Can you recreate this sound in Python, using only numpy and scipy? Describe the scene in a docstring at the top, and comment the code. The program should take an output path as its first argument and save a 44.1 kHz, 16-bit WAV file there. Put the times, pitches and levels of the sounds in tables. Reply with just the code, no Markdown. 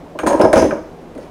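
"""Pliers slipping on a drain nut

Pliers bite on a plastic drain nut under a sink, slip round it in three jerks and let go; a sleeve rustles.
The jerks knock the basin, the jaws clack, scrape and tink, and the pliers and the steel strainer ring.
Each contact is shaped noise through resonances, with cabinet and kitchen echo; a low room murmur lies beneath.
The close, almost mono microphone overloads on the hardest knocks.
"""
import sys
import numpy as np
from scipy import signal
from scipy.fft import rfft, irfft
from scipy.io import wavfile

SR = 44100
rng = np.random.default_rng(int(sys.argv[2]) if len(sys.argv) > 2 else 0)


def dump_mix(stems):
    """Bounce the given channels to the path in sys.argv[1] as a 16-bit WAV at rate SR."""
    frames = np.atleast_2d(stems).T  # one column per channel
    limited = np.clip(frames, -1, 1)  # hard clip at full scale
    pcm = np.round(limited * 32767).astype(np.int16)
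    wavfile.write(sys.argv[1], SR, pcm)


N = 57330
FREQS = np.maximum(np.fft.rfftfreq(2 * N, 1 / SR), 1)  # Hz, for filtering at double length

# Knocks passed to the basin [t/s, level/dB, contact cut-off f/Hz (low = soft push), cabinet boom level/dB]
KNOCKS = [(0.15, -29, 610, -48), (0.187, -24.5, 1090, -39), (.231, -15.5, 606, -31),
          (0.256, -17.5, 317, -51), (.267, -11.5, 1230, -33.5), (.296, -15, 1060, -36),
          (.326, -16, 940, -32.5), (0.342, -18.5, 1150, -34), (.395, -7, 620, -35), (.413, -9.5, 860, -45),
          (.434, -8.5, 556, -21), (.445, -7.5, 637, -28), (.53, -4.5, 1300, -29), (.562, -5.5, 380, -19),
          (.573, -15.5, 860, -22), (.593, -16, 700, -28), (.621, -10, 440, -23), (.643, -11.5, 395, -26),
          (0.681, -25, 367, -42), (.719, -18.5, 860, -30), (1.156, -30, 260, -52), (1.18, -30.5, 284, -45)]
# Jaw contacts [t/s, then level/dB of: plastic clack, sharp crack, pliers ring, strainer ring]
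JAW_CONTACTS = [(.188, -29, -48.5, -41.5, -69), (.197, -30, -49, -47, -57), (.232, -36.5, -49, -55, -51),
                (.264, -28, -30.5, -45, -46), (.27, -27, -27, -28, -56), (.279, -37, -31.5, -36, -40),
                (.325, -40, -46, -53, -45), (.394, -38, -38.5, -54, -54), (.412, -25.5, -29, -54, -50),
                (.44, -54, -42, -63, -54), (.446, -30, -46, -57, -39), (.5295, -28, -21, -35, -36),
                (.557, -29, -27.5, -43, -36.5), (.567, -23, -42, -48, -35), (.576, -37, -29.5, -45, -29),
                (.594, -34.5, -39, -40, -31), (.619, -39, -37.5, -54, -40), (.708, -25.5, -58, -63, -60),
                (1.15, -65, -52.5, -76, -78), (1.178, -62, -49.5, -60, -80)]
# Scrapes of the jaws, and last a faint sleeve rustle [start t/s, length t/s, rasp level/dB, basin level/dB]
SCRAPES_AND_RUSTLE = [(0.276, .11, -42, -15.5), (0.396, .09, -53, -18), (0.531, 0.12, -29, -19),
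                      (1.191, 0.063, -49.5, -49.5)]
# Tinks: short high rings of the first click and of one later contact [t/s, f/Hz, width f/Hz, level/dB]
TINKS = [(.189, 2380, 295, -35.5), (.19, 2970, 250, -41.5), (.4165, 5170, 131, -32.5)]

# Resonances of the basin [f/Hz, width f/Hz, relative level/dB]
BASIN_MODES = [(218.8, 24.8, -8.5), (260.5, 32, -8.5), (316, 28, -0.5), (387, 32.6, -3.5),
               (475.8, 37.3, -4), (530.3, 13.6, 1), (574, 24.5, 1.5), (637.4, 45.3, 0.5), (812.5, 66.5, -7),
               (938, 31, -4), (1004, 33.4, -4), (1047, 56, -7.5), (1281, 43, -13), (1618, 72, -16.5)]
# Resonances of the plastic nut [f/Hz, width f/Hz, relative level/dB]
NUT_MODES = [(1216, 110, 8), (1598, 210, 4.5), (2340, 150, -3), (2930, 740, -18)]
# Resonances of the pliers [f/Hz, width f/Hz, relative level/dB]
PLIERS_MODES = [(4120, 210, -7.5), (6560, 190, 1.5), (8660, 190, -0.5), (9800, 160, -11),
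                (10350, 180, -11.5), (12800, 300, -16)]
# Resonances of the steel strainer [f/Hz, width f/Hz, relative level/dB]
STRAINER_MODES = [(4975, 97, 2), (5200, 100, 2.5), (5720, 100, 2), (6180, 140, 3.5), (6315, 200, 5),
                  (10000, 370, -17)]

# Spectrum of the sharp crack [f/Hz, relative level/dB]
CRACK_SPECTRUM = [(600, -36), (1500, 14), (3800, -0.5), (4500, -3), (6000, -5.5), (8000, -5.5),
                  (10500, -0.5), (11800, -16.5), (15500, -19)]
# Spectrum of the cabinet boom [f/Hz, relative level/dB]
BOOM_SPECTRUM = [(25, -23), (42, -16), (62, 1.5), (85, -7.5), (130, -10.5), (200, -6.5), (400, -20),
                 (1000, -66)]
# Spectrum of the rasp in scrapes and rustle [f/Hz, relative level/dB]
RASP_SPECTRUM = [(300, 4.5), (1200, 3.5), (2200, 2.5), (4000, -9), (6300, -7), (8000, -20), (10200, -12),
                 (12000, -28), (16000, -25)]
# Spectrum of the kitchen air [f/Hz, relative level/dB]
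AIR_SPECTRUM = [(15, -43), (25, -4.5), (137, -11), (170, -5.5), (206, -10.5), (242, -3.5), (373, -3.5),
                (641, -7.5), (1070, -16), (1290, -21.5), (2050, -27.5), (14800, -49.5), (16000, -57)]
# Stereo width [f/Hz, side over mid level/dB]
WIDTH = [(60, -48), (200, -40), (500, -32.5), (2000, -21), (4000, -20), (9000, -14), (11000, -21)]

# Echo of each sound (cabinet fade to 1/e t/s, kitchen tail level/dB, kitchen t60 t/s)
KNOCK_ECHO = (0.0056, -15.5, 0.47)
BOOM_ECHO = (0.023, -14.5, 0.67)
CLACK_ECHO = (0.0077, -12.5, 0.45)
CRACK_ECHO = (0.008, -10.5, 0.41)
PLIERS_ECHO = (0.014, -7, 0.38)
STRAINER_ECHO = (0.009, -12, 0.52)
TINK_ECHO = (0.004, -15, 0.31)

GRAINS_PER_S, GRAIN_SCATTER_DB = 260, 4  # mean rate, standard deviation of grain strength
BLOW_WINDOW_S = 0.024  # a blow carries the energy of its RMS level held this long
AIR_DB, HUM_HZ, HUM_DB = -37, 164.7, -48  # levels are RMS
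TOP_HZ = 15900  # upper limit of the recorder


def undb(db):
    """Turn decibels into gain."""
    return 10 ** (np.asarray(db) / 20)


def rms(x):
    """Root mean square."""
    return np.sqrt(np.mean(x ** 2))


def colour(points):
    """Minimum-phase response through (f/Hz, level/dB) points, so no sound precedes its cause."""
    hz, db = np.array(points, float).T
    curve_db = np.interp(np.log(FREQS), np.log(hz), db)
    cepstrum = irfft(np.log(undb(curve_db)))
    # Fold the cepstrum onto positive time
    cepstrum[1:N] *= 2
    cepstrum[N + 1:] = 0
    return np.exp(rfft(cepstrum))


def resonator(modes):
    """Response of a body as a sum of damped modes of alternating sign."""
    response = 0
    for k, (hz, width_hz, db) in enumerate(modes):
        detuning = (FREQS ** 2 - hz ** 2) / (FREQS * width_hz)
        response = response + (-1) ** k * undb(db) / (1 + 1j * detuning)
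    return response


def through(x, response):
    """Filter a sound by a frequency response."""
    return irfft(rfft(x, 2 * N) * response)[:N]


def echo(fade_s, tail_db, t60_s):
    """Noise as dense reflections: a quick fade in the cabinet, then the tail of the kitchen."""
    t = np.arange(N) / SR
    cabinet = np.exp(-t / fade_s)
    kitchen = undb(tail_db) * undb(-60 * t / t60_s)
    return rng.standard_normal(N) * np.hypot(cabinet, kitchen)


def add_blow(out, start_s, sound, db):
    """Mix in one blow, scaled to the energy of its level held for the blow window."""
    start = int(np.clip(start_s * SR, 0, N - 1))
    gain = undb(db) * np.sqrt(BLOW_WINDOW_S * SR / np.sum(sound ** 2))
    out[start:] += (sound * gain)[:N - start]


def basin_knocks():
    """Each knock rings the basin, duller for a softer push, and makes the cabinet boom."""
    out = np.zeros(N)
    basin, boom = resonator(BASIN_MODES), colour(BOOM_SPECTRUM)
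    for start_s, db, contact_hz, boom_db in KNOCKS:
        u = 1j * FREQS / contact_hz
        contact = 1 / (1 + np.sqrt(2) * u + u * u)  # second-order low-pass
        add_blow(out, start_s, through(echo(*KNOCK_ECHO), basin * contact), db)
        add_blow(out, start_s, through(echo(*BOOM_ECHO), boom), boom_db)
    return out


def jaw_clicks():
    """Teeth hit the nut: a plastic clack, a crack, and the ring of pliers and strainer."""
    out = np.zeros(N)
    parts = [
        (resonator(NUT_MODES), CLACK_ECHO),
        (colour(CRACK_SPECTRUM), CRACK_ECHO),
        (resonator(PLIERS_MODES), PLIERS_ECHO),
        (resonator(STRAINER_MODES), STRAINER_ECHO),
    ]
    for start_s, *levels_db in JAW_CONTACTS:
        for (body, space), db in zip(parts, levels_db):
            add_blow(out, start_s, through(echo(*space), body), db)
    return out


def tinks():
    """Short high rings of the first click and of one later contact, each a single struck mode."""
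    out = np.zeros(N)
    for start_s, hz, width_hz, db in TINKS:
        ring = resonator([(hz, width_hz, 0)])
        add_blow(out, start_s, through(echo(*TINK_ECHO), ring), db)
    return out


def scrapes_and_rustle():
    """Uneven grains of friction, swelling and fading, heard as a rasp and through the basin modes."""
    out, t = np.zeros(N), np.arange(N) / SR
    rasp, basin = colour(RASP_SPECTRUM), resonator(BASIN_MODES)
    for start_s, length_s, rasp_db, basin_db in SCRAPES_AND_RUSTLE:
        progress = np.clip((t - start_s) / length_s, 0, 1)
        pressure = np.sqrt(np.maximum(np.sin(np.pi * progress), 0))
        grain_now = rng.random(N) < GRAINS_PER_S / SR
        strength = undb(GRAIN_SCATTER_DB * rng.standard_normal(N))
        grains = pressure * grain_now * strength
        for body, space, db in ((rasp, CRACK_ECHO, rasp_db), (basin, KNOCK_ECHO, basin_db)):
            sound = through(grains, body * rfft(echo(*space), 2 * N))
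            # The energy is that of the RMS level held for the given length
            out += sound * undb(db) * np.sqrt(length_s * SR / (np.sum(sound ** 2) + 1e-18))
    return out


def room_tone():
    """Steady low murmur of the kitchen air as coloured noise, with a faint appliance hum as a sine."""
    air = through(rng.standard_normal(2 * N), colour(AIR_SPECTRUM))
    hum = np.sqrt(2) * np.sin(2 * np.pi * HUM_HZ * np.arange(N) / SR)
    return undb(AIR_DB) * air / rms(air) + undb(HUM_DB) * hum


def scene():
    """Everything sits in the centre; reflections, a short burst of noise, widen the treble a little."""
    mid = basin_knocks() + jaw_clicks() + tinks() + scrapes_and_rustle() + room_tone()
    scatter = rng.standard_normal(400)  # about 9 ms
    scatter /= np.linalg.norm(scatter)
    side = through(mid, colour(WIDTH) * rfft(scatter, 2 * N))
    return np.array([mid + side, mid - side])


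def record(dry):
    """The recorder flattens the peaks towards full scale, then cuts the top with a steep low-pass."""
    flattened = dry / (1 + dry ** 8) ** (1 / 8)
    low_pass = signal.ellip(8, 0.2, 70, TOP_HZ, fs=SR, output="sos")
    return signal.sosfilt(low_pass, flattened)


dry = scene()
out = record(dry)
dump_mix(out)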